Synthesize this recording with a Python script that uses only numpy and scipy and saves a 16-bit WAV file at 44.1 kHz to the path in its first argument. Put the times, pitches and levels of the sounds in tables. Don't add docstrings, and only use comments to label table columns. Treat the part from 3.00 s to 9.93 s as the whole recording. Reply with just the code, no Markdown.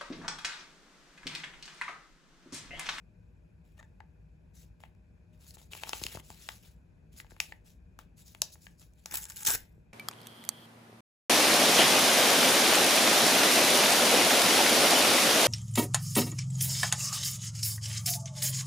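import sys
import numpy as np
from scipy import signal
from scipy.fft import rfft, irfft, next_fast_len
from scipy.io import wavfile
from scipy.ndimage import uniform_filter1d, map_coordinates

SR = 44100
rng = np.random.default_rng(int(sys.argv[2]) if len(sys.argv) > 2 else 0)


def to_linear_factor(level_db):
    exponent = np.asarray(level_db, float) / 20
    return 10 ** exponent


def store_pcm(level_fs):
    pcm = np.round(np.clip(level_fs, -1, 1) * 32767).astype(np.int16)
    wavfile.write(sys.argv[1], SR, np.atleast_2d(pcm).T)


N = 305613

# frequency in Hz, level in dB.
AIR_SPECTRUM = [(12, -56), (22, -25), (55, 5.5), (104, -5.5), (125, -13.5), (160, -3), (206, -13),
                (340, -18.5), (615, -27.5), (970, -31.5), (1300, -39.5), (2100, -38), (2900, -43.5),
                (13300, -54.5)]
# frequency in Hz, width in Hz, level in dB.
FAN_BANDS = [(104.6, 7.6, 5), (161, 60, 3.5), (483, 13, 7), (611, 7.4, 14.5), (1570, 230, 8.5),
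             (2490, 200, 12.5)]
HUM_DB, HUM_SWAY_DB, HUM_SWAYS_PER_S = -56.5, 0.5, 3

# start in seconds, peak in dB, hardness in Hz.
TABLE_BUMPS = [(.412, -60, 300), (.491, -48, 300), (.583, -56, 300), (1.447, -68, 300), (2.569, -47, 600),
               (3.016, -31, 603), (3.052, -32, 396), (3.15, -30, 510), (3.17, -32, 604),
               (3.198, -40.5, 604), (3.302, -37.5, 600), (3.934, -56.5, 305), (4.32, -38, 406.5),
               (6.779, -32, 171), (6.864, -56.5, 125.6), (6.9, -59, 130)]
# frequency in Hz, width in Hz, level in dB.
TABLE_MODES = [(60, 12, 2.5), (116, 160, -3.5), (196, 120, -2.5), (422.3, 240, -8)]

# start in seconds, length in ms,
# fade t60 in ms, hiss in dB, body in dB.
SLIDE_RUNS = [(.635, 39, 1000, -82.5, -81.5), (.765, 25, 37, -77, -71), (1.535, 45, 260, -65, -72),
              (1.575, 68, 120, -68, -72.5), (1.795, 20, 190, -75.5, -78), (1.815, 39, 160, -80, -69),
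              (2.322, 25, 200, -83, -79), (2.375, 106, 460, -67.5, -70.5), (2.46, 48, 66, -58.5, -80),
              (2.535, 22, 16, -57.5, -68), (2.575, 20, 100, -63, -64.5), (2.61, 20, 200, -65, -70),
              (2.705, 34, 5600, -57, -56.5), (2.86, 40, 200, -53, -58), (2.925, 40, 400, -49, -56),
              (2.99, 65, 350, -50, -56), (3.085, 72, 80, -54.5, -56), (3.195, 6.5, 13, -61, -56.5),
              (3.21, 86, 610, -65, -71), (3.27, 61, 970, -63, -65), (3.33, 225, 240, -60, -65),
              (3.615, 43, 320, -65.5, -67),
              (4.117, 22, 770, -70.5, -72), (4.156, 50, 68, -56.5, -65.5), (4.294, 21, 150, -64, -68),
                 (4.35, 45, 180, -79, -72.5), (4.406, 3, 290, -49.5, -60), (4.505, 19, 82, -94, -68),
                 (4.64, 55, 210, -66.5, -72), (4.986, 9.4, 185, -68.5, -63.5), (5.163, 45, 150, -60, -68.5),
                 (5.244, 39, 500, -61.5, -70.5), (5.42, 5, 580, -60, -67), (5.51, 36, 23, -58, -94),
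                 (5.596, 62, 340, -65, -78), (5.775, 58, 240, -65, -77), (5.807, 9.2, 160, -77, -65.5),
                 (5.92, 150, 220, -76.5, -79)]
# frequency in Hz, level in dB.
SLIDE_HISS = [(2500, -50), (3800, 0.5), (5200, 4.5), (7200, 3), (11000, 0.5), (15000, -1.5), (16600, -14)]
# frequency in Hz, level in dB.
SLIDE_BODY = [(150, -3.5), (400, -0.5), (900, -6.5), (1500, -2.5), (2600, 1.5), (3600, -2), (5000, -20)]

# start in seconds, peak in dB, panel in Hz, low push in dB re peak.
CREASE_SNAPS = [(.779, -59, 2200, -3), (.797, -65, 6700, -3), (.827, -64, 3770, -9), (1.803, -54, 2900, -5),
                (1.949, -66, 1470, -18), (2.507, -42, 4900, -39), (2.615, -52, 3750, -8.5),
                (2.75, -39, 2490, -8), (2.825, -54, 2410, 0), (2.871, -43, 1200, -2),
                (2.877, -40, 4230, -8), (2.892, -23, 5170, -15), (3.014, -44, 7380, -4),
                (3.065, -22.5, 2720, -25), (3.171, -39, 1230, -5), (3.198, -47, 1610, -7),
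                (3.037, -24, 4960, -27), (3.302, -40.5, 6900, -4.5), (3.488, -27, 1970, -15.5),
                (4.307, -50, 1610, -18.5), (4.401, -22, 5000, -17), (4.989, -37.5, 1345, -16.5),
                (5.348, -39.5, 2470, -12), (5.418, -11.5, 5650, -39), (5.817, -51.5, 7500, -11),
                (5.935, -60, 7300, -29)]
# start in seconds, peak in dB, panel in Hz, low push in dB re peak.
FOLD_SNAPS = [(.827, -46.5, 1600, -17), (2.569, -50.5, 2530, -6), (2.733, -29.5, 2580, -20),
              (2.834, -25.5, 2800, -9), (2.931, -21, 2900, -13), (3.147, -34, 5920, -20),
              (4.2, -31.5, 2010, -26.5), (4.402, -21, 5530, -41.5), (4.266, -55, 2400, -16),
              (4.317, -50.5, 1640, -9), (4.364, -51, 2300, -7.5), (4.491, -56.5, 2000, -5),
              (5.419, -33.5, 2700, -33.5), (5.667, -39.5, 2430, -12.5)]
# start in seconds, peak in dB, panel in Hz, low push in dB re peak.
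PANEL_POPS = [(.809, -51, 1790, -6), (1.003, -44, 1750, -14), (1.003, -41, 800, -42),
              (1.836, -40.5, 2020, -13), (1.836, -46.5, 770, -35), (3.503, -47, 1700, -12),
              (4.402, -38, 1170, -22), (5.419, -36, 1010, -30.5), (5.419, -35, 640, -34.5),
              (6.12, -37, 1640, -25.5), (6.142, -37.5, 860, -27), (4.401, -18, 2480, -40),
              (3.15, -38, 650, -20), (3.037, -30, 2800, -30), (3.488, -36, 1350, -20),
              (3.488, -29, 3200, -30), (5.667, -44, 1650, -20), (6.058, -36, 2200, -20),
              (6.465, -27, 5500, -40), (4.245, -56, 1440, -0.5), (4.522, -32, 1850, -13),
              (5.555, -56, 1700, -2.5)]
# start in seconds, peak in dB, panel in Hz, low push in dB re peak.
SEAL_BREAKS = [(6.058, -29, 6000, -16.5), (6.111, -39.5, 2030, -27), (6.139, -42, 7600, 0),
               (6.154, -46.5, 2120, -13), (6.254, -46.5, 3000, -13), (6.303, -40.5, 1600, -26.5),
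               (6.32, -47.5, 2200, -17), (6.431, -43.5, 2400, -15.5), (6.141, -23, 12000, -40),
               (6.147, -27, 14500, -40), (6.155, -24, 14000, -40), (6.171, -24, 12500, -40),
               (6.182, -34, 7220, -25), (6.451, -28.5, 5560, -28), (6.463, -18.5, 5750, -28),
               (6.497, -26.5, 6360, -11), (6.504, -17.5, 6510, -16), (6.55, -27, 1510, -17)]
# start in seconds, peak in dB.
FIBRE_TICKS = [(6.09, -50), (6.169, -41), (6.232, -43), (6.266, -47), (6.299, -34), (6.333, -50.5),
               (6.377, -38.5), (6.395, -40.5), (6.241, -34), (6.253, -32), (6.291, -41), (6.319, -37.5),
               (6.36, -36), (6.37, -31), (6.406, -35), (6.417, -33), (6.431, -30.5)]
TICK_HZ, TICK_LOW_DB = 7300, -47.5

# middle in seconds, slips per second, level in dB, half length in ms.
THUMB_SKIDS = [
    (0.798, 616, -48.5, 4.6),
    (0.832, 960, -63, 3),
    (0.846, 856, -65.5, 5.5),
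]
SKID_DB_PER_MS = 4.5

# start in seconds, length in ms, fade t60 in ms, hiss in dB, body in dB.
RIP_RUNS = [(6.06, 11, 1100, -59, -60), (6.108, 5.4, 42, -44.5, -52.5), (6.118, 6.7, 52, -42, -47.5),
            (6.132, 23, 30, -34, -44), (6.151, 8, 74, -42, -49), (6.166, 16, 164, -40, -51),
            (6.197, 40, 74, -48, -59), (6.238, 4.4, 37, -47.5, -58), (6.251, 5, 130, -58, -62),
            (6.28, 14, 54, -54, -59), (6.296, 9, 46, -43, -53), (6.316, 6, 250, -54, -64),
            (6.355, 33, 550, -45, -53.5), (6.447, 9, 130, -32.5, -43), (6.458, 30.7, 203, -25, -34.5),
            (6.49, 65.6, 27, -31.5, -38.5)]
# frequency in Hz, level in dB.
RIP_HISS_SPECTRUM = [(2500, -40), (4000, 0), (5500, 3.5), (7300, 7), (11300, 7), (15000, 10), (16600, -31)]
# frequency in Hz, level in dB.
RIP_BODY_SPECTRUM = [(100, -3), (250, -3), (480, -6), (700, -12), (1150, -8), (1700, 1), (2600, 2.5),
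                     (3600, -2), (5000, -42)]

# frequency in Hz, width in Hz, level in dB.
MUG_AIR_MODES = [(865, 40, 0)]
# frequency in Hz, width in Hz, level in dB.
MUG_WALL_MODES = [(1938, 5, -5), (2110, 4, -1)]
# frequency in Hz, width in Hz, level in dB.
POUCH_MODES = [(457, 70, -6.5), (1600, 210, 3.5), (1856, 90, -7), (2616, 160, -3), (3630, 270, -9.5),
               (5450, 570, 2), (6520, 396, -9.5), (7460, 500, 0)]
# frequency in Hz, t60 in seconds.
ROOM_T60 = [(200, 0.69), (1000, 0.2), (3000, 0.28), (8000, 0.14), (15000, 0.17)]

# frequency in Hz, likeness from 0 to 1.
NEAR_LIKENESS = [(100, .96), (450, .93), (900, .9), (2000, .8), (3500, .6), (6000, .8)]
# frequency in Hz, likeness from 0 to 1.
FAR_LIKENESS = [(60, 0.96), (200, 0.8), (500, 0.085), (2000, 0.09), (6000, 0.39)]
# frequency in Hz, level in dB.
NEAR_RIGHT_DB = [(60, -3.5), (250, -6.5), (1000, -10), (2500, -4), (4500, -6.5), (6500, -7)]
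# frequency in Hz, level in dB.
FAR_RIGHT_LEVEL_DB = [(60, -1.8), (200, -3.5), (800, 1), (2500, -4.5), (6500, -0.5)]
# frequency in Hz, phase in rad.
RIGHT_PHASE_RAD = [(100, 0), (1000, -.7), (2300, -1.5), (3200, -1), (3900, .1), (6500, 0)]


def unit(x):
    return x / np.sqrt(np.mean(x ** 2) + 1e-20)


def along(points, hz):
    f, v = np.transpose(points)
    return np.interp(np.log(hz + 1), np.log(f + 1), v)


def wobble(knots_per_s):
    knots = rng.standard_normal(int(N * knots_per_s / SR) + 4)
    return map_coordinates(knots, [np.arange(N) * knots_per_s / SR])


def filtered(x, response):
    m = next_fast_len(x.shape[-1] + SR // 2)
    return irfft(rfft(x, m) * response(np.fft.rfftfreq(m, 1 / SR)), m)[..., :x.shape[-1]]


def coloured(x, spectrum):
    return unit(filtered(x, lambda f: to_linear_factor(along(spectrum, f))))


def mode(f, hz, width_hz):
    return 1j * f * width_hz / (hz * hz - f * f + 1j * f * width_hz)


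def modes(table):
    return lambda f: sum((-1) ** k * to_linear_factor(db) * mode(f, hz, width_hz)
                         for k, (hz, width_hz, db) in enumerate(table))


def patchy(grain, patchy_db):
    z = signal.stft(grain * rng.standard_normal((2, N)), nperseg=256)[2]
    field = uniform_filter1d(rng.standard_normal(z.shape[1:]), size=5, axis=0)
    field = uniform_filter1d(field, size=8, axis=1)
    return signal.istft(z * to_linear_factor(patchy_db * unit(field)), nperseg=256)[1][:, :N]


def background():
    def bands(f):
        fans_db = sum(db * np.exp(-((f - hz) / width_hz) ** 2) for hz, width_hz, db in FAN_BANDS)
        return to_linear_factor(along(AIR_SPECTRUM, f) + fans_db) * (f < 13400)

    air = unit(filtered(patchy(1, patchy_db=1.07), bands))
    return to_linear_factor(HUM_DB + HUM_SWAY_DB * wobble(HUM_SWAYS_PER_S)) * air


def bumps():
    force, t = np.zeros(N + SR), np.arange(2048) / SR
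    for s, db, hard_hz in TABLE_BUMPS:
        u = 2 * np.pi * hard_hz * t
        force[round(s * SR):][:len(t)] += to_linear_factor(db + 18) * hard_hz / 500 * u * np.exp(-u)
    return filtered(force[:N], modes(TABLE_MODES))


def runs(rows, swell):
    power, ms = np.zeros((2, N + SR)), np.arange(SR // 2) / SR * 1000
    for s, length_ms, fade_ms, *levels_db in rows:
        swell_db = -20 * np.clip(1 - ms / (swell * length_ms), 0, 1)
        fade_db = -60 * np.clip(ms - length_ms, 0, None) / fade_ms
        power[:, round(s * SR):][:, :len(ms)] += to_linear_factor(np.add.outer(levels_db, swell_db + fade_db)) ** 2
    return np.sqrt(power[:, :N])


def friction(gain, bright, body, slow_db, fast_db, patchy_db):
    clumps = to_linear_factor(slow_db * wobble(120) + fast_db * wobble(700))
    slips = patchy(clumps, patchy_db)
    return gain[0] * coloured(slips, bright) + gain[1] * coloured(slips, body)


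def sliding():
    gain = runs(SLIDE_RUNS, swell=0.4)
    return to_linear_factor(2.5) * friction(gain, SLIDE_HISS, SLIDE_BODY, slow_db=1.4, fast_db=2.2, patchy_db=2.2)


def snaps(rows, crisp_db, rattle_ms, wide=0.3):
    out, t = np.zeros((2, N + SR)), np.arange(1024) / SR
    f = np.fft.rfftfreq(len(t), 1 / SR)
    life_s = rattle_ms / 1000 * np.array([1.5, 1.5, 1.1])[:, None, None]
    low = mode(f, 812, 470) * mode(f, 410, 3200)
    crisp = (mode(f, 4200, 2600) + 0.7 * mode(f, 8000, 11000)) * mode(f, 5800, 10000)
    for s, db, hz, low_db in rows:
        rattle = rng.standard_normal((3, 2, len(t))) * (1 - np.exp(-t / 0.00014)) * np.exp(-t / life_s)
        push = rfft(rattle)
        push = push / np.sqrt(uniform_filter1d(np.abs(push) ** 2, size=9))
        panel = mode(f, hz, wide * hz) * mode(f, hz, 9 * wide * hz)
        parts = irfft(push * np.array([panel, low, crisp])[:, None]) * to_linear_factor(-60 * t / 0.098)
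        parts = parts / np.abs(parts).max(axis=2, keepdims=True)
        gains = to_linear_factor(db + np.array([1.5, low_db + 9.5, crisp_db + 7]))
        out[:, round((s + 0.0006) * SR):][:, :len(t)] += np.tensordot(gains, parts, axes=1)
    return out[:, :N]


def buckling():
    ticks = [(s, db, TICK_HZ, TICK_LOW_DB) for s, db in FIBRE_TICKS]
    return (snaps(CREASE_SNAPS, crisp_db=-6.5, rattle_ms=0.76)
            + snaps(FOLD_SNAPS, crisp_db=-27, rattle_ms=1)
            + snaps(PANEL_POPS, crisp_db=-50, rattle_ms=0.9, wide=0.18)
            + snaps(SEAL_BREAKS, crisp_db=-7.5, rattle_ms=0.9)
            + snaps(ticks, crisp_db=-13, rattle_ms=1))


def squeak():
    s, slips_per_s, db, half_ms = np.transpose(THUMB_SKIDS)
    t = np.arange(N) / SR
    turns = np.cumsum(np.interp(t, s, slips_per_s) * (1 + 0.032 * wobble(300))) / SR
    slips = np.diff(np.floor(turns), prepend=0)
    paper = modes([(660, 360, 0), (1780, 260, 7), (3780, 230, -6), (6850, 950, -8.5)])
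    outside_ms = np.clip(1000 * np.abs(t - s[:, None]) - half_ms[:, None], 0, None)
    level_db = np.max(db[:, None] - SKID_DB_PER_MS * outside_ms, axis=0)
    return to_linear_factor(level_db) * unit(filtered(slips, paper))


def ripping():
    gain = runs(RIP_RUNS, swell=0.37)
    return friction(gain, RIP_HISS_SPECTRUM, RIP_BODY_SPECTRUM, slow_db=1.6, fast_db=2.4, patchy_db=3)


def room(x):
    hz, t, z = signal.stft(rng.standard_normal((2, SR // 2)), SR, nperseg=256)
    decay = to_linear_factor(-60 * t / along(ROOM_T60, hz)[:, None])
    tail = signal.istft(z * decay, SR, nperseg=256)[1]
    tail = np.pad(tail / np.linalg.norm(tail[0]), ((0, 0), (170, 0)))
    return signal.fftconvolve(x[None], tail, axes=1)[:, :N]


def ports(pair, alike, right_db, phase_share):
    def response(f):
        share = np.clip(along(alike, f), 0, 1)
        late = share * np.exp(1j * phase_share * along(RIGHT_PHASE_RAD, f))
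        return to_linear_factor(along(right_db, f)) * np.array([late, np.sqrt(1 - share ** 2)])

    return np.array([pair[0], filtered(pair, response).sum(axis=0)])


def scene():
    hum = background()
    table = bumps()
    column, wall, pouch = modes(MUG_AIR_MODES), modes(MUG_WALL_MODES), modes(POUCH_MODES)
    handling = filtered(sliding() + buckling() + squeak(), lambda f: 1 + 0.6 * column(f))
    rip = filtered(ripping(), lambda f: 1 + 2.2 * pouch(f) + to_linear_factor(19) * column(f) + to_linear_factor(4.5) * wall(f))
    near = handling + rip + table
    far = to_linear_factor(-14.5) * room(near[0]) + hum
    return (ports(near, NEAR_LIKENESS, NEAR_RIGHT_DB, phase_share=0.94)
            + ports(far, FAR_LIKENESS, FAR_RIGHT_LEVEL_DB, phase_share=0.21))


def band_limit(x):
    return signal.sosfilt(signal.butter(12, 17020, fs=SR, output="sos"), x)


def record(dry):
    def high(f):
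        return np.clip((f - 6000) / 700, 0, 1)

    def spreading(f):
        edge = to_linear_factor(-30 * np.clip((f - 15900) / 700, 0, 2))
        turn = 2 * np.pi * (np.minimum(f, 15300) - 6950) / 4170
        twist = (turn - 0.44 * np.sin(2 * turn)) / 2
        return edge * high(f) * np.exp(1j * np.outer([-1, 1], twist))

    spread = filtered(dry[0], spreading)
    mix = spread + filtered(dry, lambda f: 1 - high(f))
    return band_limit(mix)


dry = scene()
out = record(dry)
store_pcm(out)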